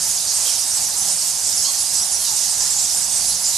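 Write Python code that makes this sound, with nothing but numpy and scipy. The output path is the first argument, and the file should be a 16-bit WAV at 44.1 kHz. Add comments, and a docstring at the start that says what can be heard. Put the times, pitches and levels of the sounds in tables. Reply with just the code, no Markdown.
"""Fruit bat colony in a cave

Near bats give arched squeaks (gliding sines), rasping screeches (pulsed noise in a broad resonance) and
a few lower squawks (harmonics shaped by a throat). Many short squeaks make the chatter behind them, with
tiny clicks; the far voices are a hiss of shaped noise, stronger on the right. Decaying noise gives the
rock walls their tail. Below lie a low rumble and hollow background noise, probably of the camera
(shaped noise), and a faint hum.
"""
import sys
import numpy as np
from scipy import signal
from scipy.fft import rfft, irfft, next_fast_len
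from scipy.io import wavfile

SR = 44100
rng = np.random.default_rng(int(sys.argv[2]) if len(sys.argv) > 2 else 0)


def unload_wav(signal):
    """Save mono or channel-first audio to the path in sys.argv[1] as 16-bit WAV at rate SR, clipped to [-1, 1]."""
    wavfile.write(
        sys.argv[1],
        SR,
        np.round(np.clip(np.atleast_2d(signal).T, -1, 1) * 32767).astype(np.int16),
    )


N = 157437  # length [samples]


def undb(db):
    """Amplitude ratio: decibels to linear gain."""
    return 10 ** (np.asarray(db) / 20)


def level(x, db=0):
    """Effective value: scale a signal to an rms level in dB."""
    return x * undb(db) / np.sqrt(np.mean(x ** 2) + 1e-18)


def lookup(points, hz):
    """Logarithmic pitch scale: interpolate (Hz, value) points over log frequency."""
    f, v = np.array(points, float).T
    return np.interp(np.log(np.maximum(hz, 1)), np.log(f), v)


def follow(points):
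    """Time contour: straight lines through (s, value) points, one value per sample."""
    return np.interp(np.arange(N) / SR, *np.array(points).T)


def colour(x, points):
    """Linear filtering: multiply the spectrum by a (Hz, dB) response."""
    size = next_fast_len(N)
    gain = undb(lookup(points, np.fft.rfftfreq(size, 1 / SR)))
    return irfft(rfft(x, size) * gain, size)[..., :N]


def walk(rate, size):
    """Random modulation: straight lines between normal draws, `rate` draws a second."""
    return np.interp(np.arange(size) * rate / SR, np.arange(512), rng.standard_normal(512))


def pan(db):
    """Interaural level difference: left and right gains, left over right in dB."""
    return undb(np.array([[db], [-db]]) / 2)


def add(out, start, x, pan_db):
    """Superposition: add a call at its time [s] and direction [dB]."""
    i = int(max(start, 0) * SR)
    x = x[:max(N - i, 0)]
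    out[:, i:i + len(x)] += x * pan(pan_db)


ATTACK_SHARE, RELEASE_SHARE = 0.16, 0.25  # of a call's length


def envelope(u):
    """Amplitude envelope: sine-shaped attack, hold and release over a call's progress 0-1."""
    ramp = np.minimum(u / ATTACK_SHARE, (1 - u) / RELEASE_SHARE)
    return np.sin(np.pi / 2 * np.clip(ramp, 0, 1))


JITTER, JITTER_HZ = .06, 1500  # pitch fraction at roughness 1, random draws a second
FLUTTER_HZ, FLUTTER_DEPTH = 300, .4  # mean rate, amplitude fraction


def voice(length, hz, top, droop, rough):
    """Frequency and amplitude modulation: phase of an arched, jittering pitch; fluttering loudness."""
    size = int(length * SR)
    u = np.arange(size) / size
    arch = hz * 2 ** (-droop * (u - top) ** 2)
    pitch = arch * (1 + JITTER * rough * walk(JITTER_HZ, size))
    flutter_hz = FLUTTER_HZ * (1 + 0.302 * walk(196.5, size))
    flutter = 1 + FLUTTER_DEPTH * np.sin(2 * np.pi * np.cumsum(flutter_hz) / SR)
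    return 2 * np.pi * np.cumsum(pitch) / SR, envelope(u) * flutter


def squeak(length, hz, db, top, droop, rough):
    """Pure tone: a single sine with the moving pitch and loudness of one call."""
    phase, loud = voice(length, hz, top, droop, rough)
    return np.sqrt(2) * undb(db) * loud * np.sin(phase)


RASP_PULSE_HZ, RASP_DEPTH = 376, .6  # mean puff rate, exponent of the pulsing


def rasp(length, hz, width, db, order=3):
    """Pulsed turbulence and resonance: uneven puffs of noise through a broad throat band."""
    size = int(length * SR)
    pulse_hz = RASP_PULSE_HZ * (1 + 0.32 * walk(242, size))
    cycle = 2 * np.pi * np.cumsum(pulse_hz) / SR
    puffs = rng.standard_normal(size) * np.exp(RASP_DEPTH * np.sin(cycle))
    edges = np.clip([hz - width / 2, hz + width / 2], 100, SR / 2 - 100)
    throat = signal.butter(order, edges, 'bandpass', fs=SR, output='sos')
    return envelope(np.arange(size) / size) * level(signal.sosfilt(throat, puffs), db)


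# Response of the squawk's throat: (frequency [Hz], gain [dB])
THROAT_RESPONSE = [(700, -25), (1100, -16), (2200, -26), (3300, -7.5), (4400, 0), (5500, -6), (6700, 0),
                   (9000, -28), (12000, -24)]


def squawk(length, hz, db, top, droop, rough):
    """Source and filter: 13 harmonics of a lower call, weighted by the throat."""
    phase, loud = voice(length, hz, top, droop, rough)
    tone = 0
    for k in range(1, 14):
        tone = tone + undb(lookup(THROAT_RESPONSE, k * hz)) * np.sin(k * phase)
    return loud * level(tone, db)


# Levels in these call tables are relative, before envelope and distance; droop is one length from the top.
# Near squeaks: (start [s], length [s], top pitch [Hz], level [dB], place of top [0-1],
# droop [octaves], roughness [0-1, more when very rough])
NEAR_SQUEAKS = [(0.016, 0.027, 9100, -27, .5, .4, .4), (0.094, 0.037, 9400, -25, 0.9, 0.24, .3),
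                (.20, .03, 9500, -25, 0.6, .5, .5), (.285, 0.037, 6600, -22, .4, .15, 0.04),
                (0.335, 0.043, 8600, -21, .5, .4, .6), (.36, .028, 7900, -24, 0.35, 0.4, 0.3),
                (.415, 0.025, 8800, -26, .3, .3, 0.3), (.452, 0.052, 3330, -29.5, .4, 0.54, 1.1),
                (0.579, 0.042, 9400, -25, .5, .4, 0.45), (.68, .036, 8650, -23, .4, 0.17, .25),
                (0.739, .034, 8000, -20, .6, .25, 0.3), (.768, 0.022, 7700, -22, .4, 0.58, 0.6),
                (0.86, 0.025, 5750, -22, 0.45, .4, .4), (.965, .028, 7800, -20.5, .7, 0.53, 0.7),
                (.975, .055, 10100, -24, .4, .45, 0.48), (1.003, 0.032, 6300, -23, .5, 0.27, .2),
                (1.095, 0.056, 9100, -20, 0.7, 0.27, 0.7), (1.19, .03, 8400, -22, 0.63, 0.33, 0.65),
                (1.515, 0.024, 8400, -26, .5, 0.25, 0.2), (1.544, 0.084, 10600, -25, 0.25, .4, .8),
                (1.573, 0.015, 5350, -21, .5, 0.2, .3), (1.783, 0.042, 11000, -21.5, .33, 0.65, 0.4),
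                (1.814, 0.024, 9650, -21.5, 0.46, 0.26, 0.4), (1.886, 0.015, 6250, -31, .5, .3, .3),
                (1.931, 0.022, 10350, -23, .5, 0.33, 0.54), (1.961, 0.053, 8020, -20.5, 0.36, .4, 0.28),
                (2.003, 0.031, 10900, -24, 0.34, 0.36, 0.3), (2.009, 0.034, 5750, -21.5, 0.44, 0.27, 0.1),
                (2.043, 0.033, 9400, -25, 0.54, .4, 0.4), (2.116, .052, 9800, -20, .55, .3, 0.7),
                (2.142, 0.033, 5850, -23.5, 0.38, 0.26, 0.4), (2.358, 0.03, 8700, -20.5, .35, 0.35, 0.47),
                (2.49, 0.039, 8650, -23, 0.3, 0.13, .3), (2.574, .02, 10400, -26, .5, 0.46, .7),
                (2.604, 0.059, 8200, -23, 0.95, 0.28, 0.36), (2.699, .031, 7700, -18, .52, .55, 0.3),
                (2.761, 0.038, 7150, -21.5, 0.63, 0.34, 0.54), (2.783, .042, 7600, -21, 0.4, 0.28, 0.4),
                (2.816, .05, 7600, -24, .6, 0.34, 0.4), (2.917, .026, 9950, -25, 0.25, .2, .25),
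                (2.944, 0.016, 7500, -19, 0.46, .4, .3), (2.96, 0.041, 9100, -19.5, 0.75, .35, 0.48),
                (3.005, 0.028, 8200, -22.5, 0.54, .4, 0.4), (3.108, 0.067, 8300, -21.5, 0.55, 0.27, 0.5),
                (3.158, .035, 8300, -20.5, .8, 0.56, 0.74), (3.108, 0.038, 3450, -38, .5, 0.32, .3),
                (3.279, 0.0394, 10800, -18.5, .48, 0.577, 0.16), (3.333, 0.035, 6600, -28, 0.04, .15, 0.2),
                (3.41, .03, 10400, -26, .6, 0.32, 0.5), (3.442, 0.062, 7150, -19.5, 0.36, .15, 0.4),
                (3.435, .04, 6200, -26.5, 0.73, 0.19, 0.2), (3.524, .06, 4050, -29, 0.54, 0.18, 0.3)]
# A faint low falling cry: columns as for the squeaks
FALLING_CRY = [(2.27, 0.087, 930, -40, 0.09, 0.315, 0.25)]
# Rasping screeches: (start [s], length [s], centre [Hz], width [Hz], level [dB])
SCREECHES = [(.005, 0.058, 5500, 2500, -30), (.03, 0.094, 10500, 3500, -27), (.27, .075, 5530, 2210, -22),
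             (0.722, .08, 7600, 2800, -32), (0.953, 0.056, 7500, 4500, -29),
             (1.082, 0.043, 6440, 2500, -23), (1.22, 0.07, 11400, 2500, -29),
             (1.436, 0.072, 7100, 3000, -20), (1.56, 0.12, 6000, 2200, -23.5),
             (1.767, 0.063, 5640, 2010, -23), (1.925, 0.081, 6500, 3500, -21),
             (2.106, 0.049, 7500, 3000, -23), (2.186, 0.097, 10200, 2500, -23.5),
             (2.241, 0.081, 5950, 2600, -21.5), (2.361, .04, 6050, 2500, -23.5),
             (2.415, 0.17, 6300, 4000, -29.5), (2.596, 0.051, 6200, 2510, -19),
             (2.645, 0.045, 6200, 2800, -24.5), (2.779, 0.036, 5540, 2400, -23),
             (2.887, 0.055, 5960, 2600, -21.5), (3.207, 0.081, 8950, 4500, -28),
             (3.29, 0.059, 4670, 1200, -25.5), (3.315, 0.05, 8100, 3000, -26),
             (3.436, 0.038, 7050, 5030, -22)]
# Lower squawks: columns as for the squeaks
LOW_SQUAWKS = [(1.64, 0.0763, 1102, -22, .57, .55, 0.24), (2.188, 0.12, 1090, -28.5, 0.03, 0.4, 0.23),
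               (2.241, 0.0675, 996, -32, .7, 0.247, .4)]
NEAR_DB = -3.5  # gain on all near calls
NEAR_PAN_DB, PAN_SPREAD_DB = -5, -2.5  # left over right: mean, random spread


def near_bats():
    """Superposition of nearby sources: the closest callers, mostly to the right."""
    out = np.zeros((2, N))
    calls = ((squawk, LOW_SQUAWKS), (rasp, SCREECHES), (squeak, NEAR_SQUEAKS + FALLING_CRY))
    for call, table in calls:
        for start, *row in table:
            add(out, start, call(*row), NEAR_PAN_DB + PAN_SPREAD_DB * rng.standard_normal())
    return out * undb(NEAR_DB)


# Colour of the massed voices, also used for the clicks and far hiss: (frequency [Hz], gain [dB])
COLONY_COLOUR = [(1200, -24.5), (2200, -18.5), (3000, -13), (3600, -12.5), (4200, -8.5), (5000, -2),
                 (6000, -1.6), (7200, -1), (8500, -1.5), (10000, -4), (11300, -8.5), (12600, -12)]
CHATTER_DB, CHATTER_SPREAD_DB = -25, 3  # rms before bustle and cave, half-range between calls
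CHATTER_LENGTH_S, CHATTER_DROOP_OCT = .04, .4  # mean length, droop one length from the top


def chatter(count=1000):
    """Statistical superposition: overlapping random squeaks from the rest of the roost."""
    out = np.zeros((2, N))
    for k, (when, long, high, top, rough, loud, side) in enumerate(rng.random((count, 7))):
        length = CHATTER_LENGTH_S * (.5 + long)
        db = CHATTER_SPREAD_DB * (2 * loud - 1)
        call = squeak(length, 3600 + 9200 * high, db, top, CHATTER_DROOP_OCT, .15 + 0.58 * rough)
        add(out, (k + when) / count * N / SR, call, NEAR_PAN_DB + 6 * (2 * side - 1))
    return level(colour(out, COLONY_COLOUR), CHATTER_DB)


CLICK_DB, CLICK_SPREAD_DB = -40, 4.5  # rms before the cave, half-range between clicks


def clicks(count=120):
    """Impulse response: tiny tongue clicks, single-sample impulses coloured like the voices."""
    out = np.zeros((2, N))
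    for when, loud, side in rng.random((count, 3)):
        impulse = undb([CLICK_SPREAD_DB * (2 * loud - 1)])
        add(out, when * N / SR, impulse, NEAR_PAN_DB + 6 * (2 * side - 1))
    return level(colour(out, COLONY_COLOUR), CLICK_DB)


CAVE_T60_S, CAVE_DB = 0.54, -5  # time to fall 60 dB, tail gain


def cave(x):
    """Reverberation: convolve with exponentially decaying noise, different in each ear."""
    t = np.arange(SR) / SR
    decay = undb(-60 * t / CAVE_T60_S) * (t > .004)  # silent for the first 4 ms
    tail = rng.standard_normal((2, SR)) * decay
    tail = tail / np.sqrt(np.sum(tail ** 2) / 2)
    return x + undb(CAVE_DB) * signal.fftconvolve(x, tail, axes=1)[:, :N]


# Left-right likeness of the diffuse sound, limited to 0-1 in use: (frequency [Hz], likeness [0-1])
EAR_LIKENESS = [(60, .82), (180, 0.83), (330, 0.13), (600, 0.72), (1300, 0.86), (2800, 0.72), (6000, 0.85),
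                (12000, 4.4)]
# Balance of the diffuse sound: (frequency [Hz], left over right [dB])
EAR_BALANCE = [(60, 1.5), (200, 2), (360, -2), (650, -2.5), (1200, -1.5), (2200, -0.5), (3900, -3.5),
               (6200, -11), (9000, -3.5), (12500, -6)]
SWELL_DB = 1.08  # scale of the random swell shared by all bands


def wash(points, db, flicker_db):
    """Diffuse field: noise in third-octave bands that swell together and flicker alone."""
    size = next_fast_len(N)
    f = np.fft.rfftfreq(size, 1 / SR)
    mid, side = rfft(rng.standard_normal((2, size)))
    alike = np.clip(lookup(EAR_LIKENESS, f), 0, 1)
    lean = np.array([[1], [-1]])  # left, right
    ears = mid * np.sqrt(1 + alike) + lean * side * np.sqrt(1 - alike)
    both = ears * undb(lookup(points, f) + lean * lookup(EAR_BALANCE, f) / 2)
    band = 3 * np.log2(np.maximum(f, 400) / 400)  # all below 400 Hz is band 0
    swell = SWELL_DB * walk(12, N)
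    out = 0
    for k in range(17):
        share = np.maximum(1 - abs(band - k), 0)  # triangular overlap
        out = out + irfft(both * share, size)[:, :N] * undb(swell + flicker_db * walk(40, N))
    return level(out, db)


def far_colony():
    """Merging of many sources: the far voices become a hiss of shaped noise."""
    return wash(COLONY_COLOUR, db=-21.5, flicker_db=0.77)


# Level of the chatter and far colony: (time [s], level [dB])
BUSTLE_LEVEL = [(0, .7), (.3, 0.1), (.4, -0.1), (.5, 1.2), (1.02, -0.6), (1.27, -0.9), (1.34, -1.6),
                (1.6, 0.9), (1.76, -1.5), (1.88, -0.7), (1.95, 1), (2.08, -1.6), (2.45, .5), (2.93, 0.1),
                (3.05, -0.5), (3.27, 1.2), (3.38, -2.5), (3.5, -0.1)]


def bustle():
    """Slow amplitude modulation: the common gain of the chatter and far colony."""
    return undb(follow(BUSTLE_LEVEL))


# Colour of the background noise: (frequency [Hz], gain [dB])
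NOISE_COLOUR = [(25, -14), (45, -7), (60, -1), (85, 1.5), (120, -3), (185, -3), (260, -7.5), (350, -8.5),
                (500, -6), (680, 0), (830, 2), (1000, -1), (1200, -5.5), (1800, -6), (3000, -11.5),
                (6000, -17)]


def background_noise():
    """Broadband noise with spectral peaks: a low rumble and a hollow noise, probably of the camera."""
    return wash(NOISE_COLOUR, db=-38, flicker_db=2)


# Swell of the hum, relative to its overall rms: (time [s], level [dB])
HUM_CONTOUR = [(0, -4), (.8, -17), (.95, 5), (1.25, 7), (1.4, -6), (2.9, -4), (3.1, 6), (3.55, 2)]
HUM_HZ, HUM_DB, HUM_WAVER_DB = 183, -58.5, -1  # mean pitch, overall rms, scale of random waver


def hum():
    """Modulated pure tone: a faint low hum that wavers and swells twice."""
    phase = 2 * np.pi * np.cumsum(HUM_HZ * (1 + 0.021 * walk(16, N))) / SR
    loud = undb(follow(HUM_CONTOUR) + HUM_WAVER_DB * walk(10, N))
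    return level(np.sin(phase) * loud, HUM_DB)


def scene():
    """Superposition: reverberant calls over the far colony, background noise and hum."""
    activity = bustle()
    calls = cave(near_bats() + activity * chatter() + clicks())
    return calls + activity * far_colony() + background_noise() + hum()


TOP_HZ = 12500  # upper edge of the recorder's passband


def record(dry):
    """Band limiting: the recorder cuts the top with a steep elliptic low-pass."""
    # 0.2 dB passband ripple, 90 dB stopband
    lowpass = signal.ellip(12, .2, 90, TOP_HZ, fs=SR, output='sos')
    return signal.sosfilt(lowpass, dry)


dry = scene()
out = record(dry)
unload_wav(out)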